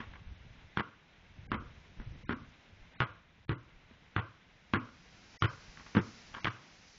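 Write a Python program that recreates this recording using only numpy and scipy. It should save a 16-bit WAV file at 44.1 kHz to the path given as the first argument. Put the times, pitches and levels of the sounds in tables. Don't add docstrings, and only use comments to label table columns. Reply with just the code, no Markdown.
import sys
import numpy as np
from scipy import signal
from scipy.fft import rfft, irfft
from scipy.io import wavfile
from scipy.ndimage import uniform_filter1d

SR = 44100
rng = np.random.default_rng(int(sys.argv[2]) if len(sys.argv) > 2 else 0)


def master(y):
    cut = np.clip(np.atleast_2d(y).T, -1, 1)
    pcm = np.round(cut * 32767)
    wavfile.write(sys.argv[1], SR, pcm.astype(np.int16))


def nominal_scale(level):
    x = np.asarray(level, float) / 20
    return 10 ** x


N = 307805
SPAN = SR // 2


def at_hz(points, hz):
    table_hz, values = np.transpose(points)
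    return np.interp(np.log(np.maximum(hz, 1)), np.log(table_hz), values)


def in_time(rows):
    s, *columns = np.transpose(rows)
    return [np.interp(np.arange(N) / SR, s, c) for c in columns]


def rms_one(x):
    return x / np.sqrt(np.mean(x ** 2) + 1e-20)


def band(x, low_hz, high_hz):
    return signal.sosfilt(signal.butter(2, [low_hz, high_hz], "band", fs=SR, output="sos"), x)


def fading(t60):
    return nominal_scale(-60 * np.arange(SPAN) / SR / t60)


def ring(x, hz, t60):
    r = nominal_scale(-60 / (t60 * SR))
    w = 2 * np.pi * hz / SR
    return signal.lfilter([0, np.sin(w)], [1, -2 * r * np.cos(w), r * r], x + 1e-18)


def add(out, sound, s):
    i = round(s * SR)
    out[i:i + len(sound)] += sound[:N - i]


def shaken(contact, tilt_db):
    # f/Hz, width/Hz, level/dB
    skin_modes = [(1096, 510, -0.5), (1620, 450, 0.5), (2160, 400, -6.5), (3147, 680, -8.5),
                  (4690, 650, -34)]
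    # f/Hz, level/dB, t60/s
    air_modes = [(1101, -34.5, 0.1), (1395, -29.5, 0.096), (1530, -31.5, 0.066), (2030, -32, 0.083)]
    skin, air = np.zeros(SPAN), np.zeros(SPAN)
    for k, (hz, width, db) in enumerate(skin_modes):
        level = nominal_scale(db + tilt_db * np.log2(hz / 1600))
        t60 = np.log(1000) / np.pi / width
        skin += (-1) ** k * level * ring(contact, hz, t60)
    for hz, db, t60 in air_modes:
        air += nominal_scale(db) * ring(contact, hz, t60)
    return (skin + air) / np.abs(skin).max()


def slap(burst_t60, rise=.0015, tilt_db=0):
    onset = np.minimum(np.arange(SPAN) / SR / rise, 1)
    contact = rng.standard_normal(SPAN) * fading(burst_t60) * onset
    return shaken(contact, tilt_db)


def thump(hz, t60, upper_db=-4):
    push = np.zeros(SPAN)
    push[40:100] = np.hanning(60)
    body = ring(push, hz, t60)
    body += nominal_scale(upper_db) * ring(push, 310, 0.025)
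    body += nominal_scale(-8) * ring(push, 118, 0.055)
    body = signal.sosfilt(signal.butter(2, 75, "high", fs=SR, output="sos"), body)
    return body / np.abs(body).max()


def yard(echo_db, tail_db):
    # f/Hz, t60/s
    tail_t60 = [(60, 0.22), (400, 0.38), (1200, 0.36), (3000, 0.22), (6000, 0.15)]
    t = np.arange(SPAN) / SR
    draws = rng.random((2, SPAN))
    sparse = (draws[0] < 1500 / SR) * (2 * draws[1] - 1)
    near = sparse * np.clip((t - .003) / .010, 0, 1) * np.clip((.045 - t) / .006, 0, 1)
    white = rng.standard_normal(SPAN)
    tail = np.zeros(SPAN)
    for low_hz in 100 * 2. ** np.arange(6):
        t60 = at_hz(tail_t60, low_hz * np.sqrt(2))
        tail += band(white, low_hz, 2 * low_hz) * fading(t60)
    return nominal_scale(echo_db) * near + nominal_scale(tail_db - 11) * tail * np.clip(t / 0.024, 0, 1)


def shoes():
    # t/s, peak level/dB, thud re scuff/dB, length/s
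    scuffs = [(0.001, -35, -17.5, 0.09), (0.134, -42, -35, 0.024), (0.153, -47, -28, 0.042),
              (1.998, -41, -14.5, 0.012), (2.012, -55, -7, 0.047), (3.909, -53.5, -10.5, 0.03),
              (5.771, -40, -29.5, 0.022), (5.795, -45, -23.5, 0.026), (5.862, -45.5, -25.5, 0.03),
              (6.339, -37, -37, 0.036), (6.347, -30.5, -36.5, 0.012), (6.366, -37.5, -25, 0.016)]
    out = np.zeros(N)
    click = np.arange(SPAN) == 0
    for s, db, thud_db, length in scuffs:
        scuff = slap(max(length, .005), rise=0.0022, tilt_db=0.5)
        thud = nominal_scale(thud_db + 15.5) * thump(hz=234, t60=0.07)
        thrown = shaken(click, tilt_db=-3)
        returns = signal.fftconvolve(thrown, yard(echo_db=-11, tail_db=-18))[:SPAN]
        add(out, nominal_scale(db) * (scuff + thud + returns), s)
    return out


def wind():
    # t/s, level/dB
    gust_curve = [(0.0, -48), (0.15, -56.5), (0.31, -55), (0.7, -60.5), (0.85, -72), (1.11, -70.5),
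                  (1.36, -58), (1.5, -49.5), (1.59, -45), (1.77, -60.5), (2.0, -54.5), (2.14, -45),
                  (2.19, -57), (2.31, -52), (2.47, -55.5), (2.55, -71), (2.76, -62), (2.95, -65),
                  (3.05, -65), (3.81, -63.5), (4.14, -68.5), (4.45, -65.5), (4.63, -68), (4.78, -63.5),
                  (5.48, -66.5), (5.6, -64), (5.75, -61.5), (6.1, -66.5), (6.42, -61.5), (6.65, -78),
                  (6.8, -67), (6.98, -67.5)]
    # t/s, peak level/dB, swing f/Hz
    buffets = [(0.069, -44.5, 32.7), (0.254, -40, 38.5), (0.276, -41.5, 80), (0.304, -40, 55),
               (0.5, -46.5, 78.1), (1.384, -40, 72.7), (1.429, -45, 119), (1.659, -46.5, 53.3),
               (1.978, -37, 34.8), (2.067, -34, 91), (2.104, -37, 70.4), (2.47, -48, 64.6),
               (2.799, -49, 32.5), (3.738, -52.5, 32.3), (5.678, -46.5, 45.8)]
    gust_db, = in_time(gust_curve)
    lumps = nominal_scale(3.0 * rms_one(band(rng.standard_normal(N), 5, 27)))
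    rumble = rms_one(band(rng.standard_normal(N) * lumps, 23, 120))
    out = nominal_scale(gust_db) * rumble
    for s, db, hz in buffets:
        turns = np.arange(int(1.6 * SR / hz)) * hz / SR
        add(out, nominal_scale(db) * np.sin(2 * np.pi * turns) * np.hanning(len(turns)), s)
    return out


def coloured(spectrum, patchy_db):
    white = rfft(rng.standard_normal(N))
    noise = irfft(white * nominal_scale(at_hz(spectrum, np.arange(len(white)) * SR / N)), N)
    flicker = nominal_scale(patchy_db * rms_one(band(rng.standard_normal(N), 2, 12)))
    return rms_one(noise * flicker)


def far_town_and_leaves():
    # t/s, town hum/dB, leaf hiss/dB
    far_levels = [(0.0, -59, -71.5), (0.19, -66.5, -76), (0.72, -65.5, -74), (0.93, -68, -77.5),
                  (1.85, -66, -72.5), (2.91, -66.5, -74.5), (3.03, -62, -77.5), (3.26, -70.5, -80),
                  (4.04, -67, -75.5), (4.47, -68.5, -76), (5.35, -63.5, -61.5), (6.22, -62, -58.5),
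                  (6.55, -62, -65), (6.98, -67, -60.5)]
    # f/Hz, level/dB per Hz
    hum_spectrum = [(88, -43.5), (150, 3.5), (361, -7), (1030, -7.5), (1180, -10), (1490, -6), (1830, -6.5),
                    (2070, -4.5), (4000, -13), (5200, -46), (8800, -120)]
    # f/Hz, level/dB per Hz
    leaf_spectrum = [(2350, -31.5), (4000, -5.5), (5030, -2.5), (6680, -5.5), (7380, 7.5), (7600, -37),
                     (9880, -69), (16700, -120)]
    hum_db, leaves_db = in_time(far_levels)
    hum = nominal_scale(hum_db + 3.5) * coloured(hum_spectrum, patchy_db=0.68)
    leaves = nominal_scale(leaves_db) * coloured(leaf_spectrum, patchy_db=.5)
    return hum + leaves


def ball():
    # t/s, slap peak/dB, thump re slap/dB, thump f/Hz, upper thump/dB, brightness/dB per octave
    bounces = [(0.771, -17.5, -15.5, 184.5, -3.5, 1), (1.516, -21.5, -13, 243.5, -2, -1.8),
               (2.292, -23.5, -9, 243.6, -3, 0), (3.002, -15.5, -16.5, 121, -2.5, 0.6),
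               (3.492, -25.5, -5, 138.7, -1.5, -0.5), (4.162, -18, -14.5, 119, -2, -0.3),
               (4.735, -18, -9.5, 237, -6, 0), (5.421, -15.5, -15.5, 122.4, -5, 2),
               (5.949, -27.5, -5.5, 222, -2.5, 0.4), (5.967, -22, -2.5, 200.5, -8, -2),
               (6.444, -19.5, -18.5, 130.2, -2, 4.2)]
    # near returns/dB, late tail/dB, share of thump/dB
    spots = [(-14, -16, -1.5), (-10, -12, -2.5), (-7.5, -12.5, -4.5), (-14.5, -16, -6), (-9, -14.5, -4.5),
             (-12.5, -14.5, -5), (-11.5, -13, -4.5), (-10, -14, -3.5), (-1, -9.5, -3.5), (-13, -17.5, -4.5),
             (-9.5, -12.5, -4.5)]
    # t/s, peak level/dB, thump re slap/dB
    wall_returns = [(0.786, -31.5, -35), (0.795, -18, -4), (0.804, -19.5, -18), (1.542, -27, -25),
                    (2.321, -36.5, 2), (3.01, -17, -15.5), (3.018, -12, -12), (3.517, -30, -25),
                    (4.182, -28, 1.5), (4.744, -17, -10), (4.75, -30, -8), (5.442, -19.5, -4.5),
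                    (6.012, -38, -18), (6.453, -16, -20), (6.47, -14, -12.5)]
    out = np.zeros(N)
    click = np.arange(SPAN) == 0
    for bounce, (echo_db, tail_db, share_db) in zip(bounces, spots):
        s, db, thump_db, hz, upper_db, tilt_db = bounce
        low = nominal_scale(thump_db + 8) * thump(hz, t60=0.048, upper_db=upper_db)
        thrown = shaken(click, tilt_db - 2.5) + nominal_scale(share_db) * low
        returns = signal.fftconvolve(thrown, yard(echo_db, tail_db))[:SPAN]
        add(out, nominal_scale(db) * (slap(0.017, tilt_db=tilt_db) + low + returns), s)
    for s, db, thump_db in wall_returns:
        low = nominal_scale(thump_db) * thump(hz=194.6, t60=.05)
        add(out, nominal_scale(db - 5) * (slap(burst_t60=.012, tilt_db=-1.5) + low), s)
    return out


def scene():
    return (shoes() + wind() + far_town_and_leaves() + ball())[None]


def starved_storage(x, headroom_db, own_share):
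    rate, size, frame_start = 16000, 128, 960
    group = 8 * size
    lead = group - frame_start + size // 2
    low = signal.resample_poly(x, rate, SR)
    after = 2 * group - (lead + len(low)) % group + size
    halves = np.pad(low, (lead, after)).reshape(-1, size)
    n, k = np.arange(2 * size)[:, None] + .5, np.arange(size) + .5
    window = np.sin(np.pi * n / 2 / size)
    basis = window * np.cos(np.pi / size * (n + size / 2) * k) * np.sqrt(2 / size)
    frames = (np.hstack([halves[:-1], halves[1:]]) @ basis).reshape(-1, 8, size)
    power = (frames ** 2).mean(axis=1, keepdims=True) + 1e-18
    overall = power.mean(axis=2, keepdims=True)
    local = uniform_filter1d(power, size=9, axis=2)
    step = np.sqrt(overall ** (1 - own_share) * local ** own_share) * nominal_scale(-headroom_db)
    blocks = (np.round(frames / step) * step).reshape(-1, size) @ basis.T
    joined = blocks[1:, :size] + blocks[:-1, size:]
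    return signal.resample_poly(joined.ravel()[lead - size:], SR, rate)[:N]


def roll_off(x):
    return signal.sosfilt(signal.butter(12, 7940, fs=SR, output="sos"), x)


def record(dry):
    dull = signal.sosfilt(signal.cheby2(8, 40, 7700, fs=SR, output="sos"), dry[0])
    stored = starved_storage(dull, headroom_db=9.5, own_share=.3)
    mix = stored[None] + nominal_scale(-99) * rng.standard_normal((1, N))
    return roll_off(mix)


dry = scene()
out = record(dry)
master(out)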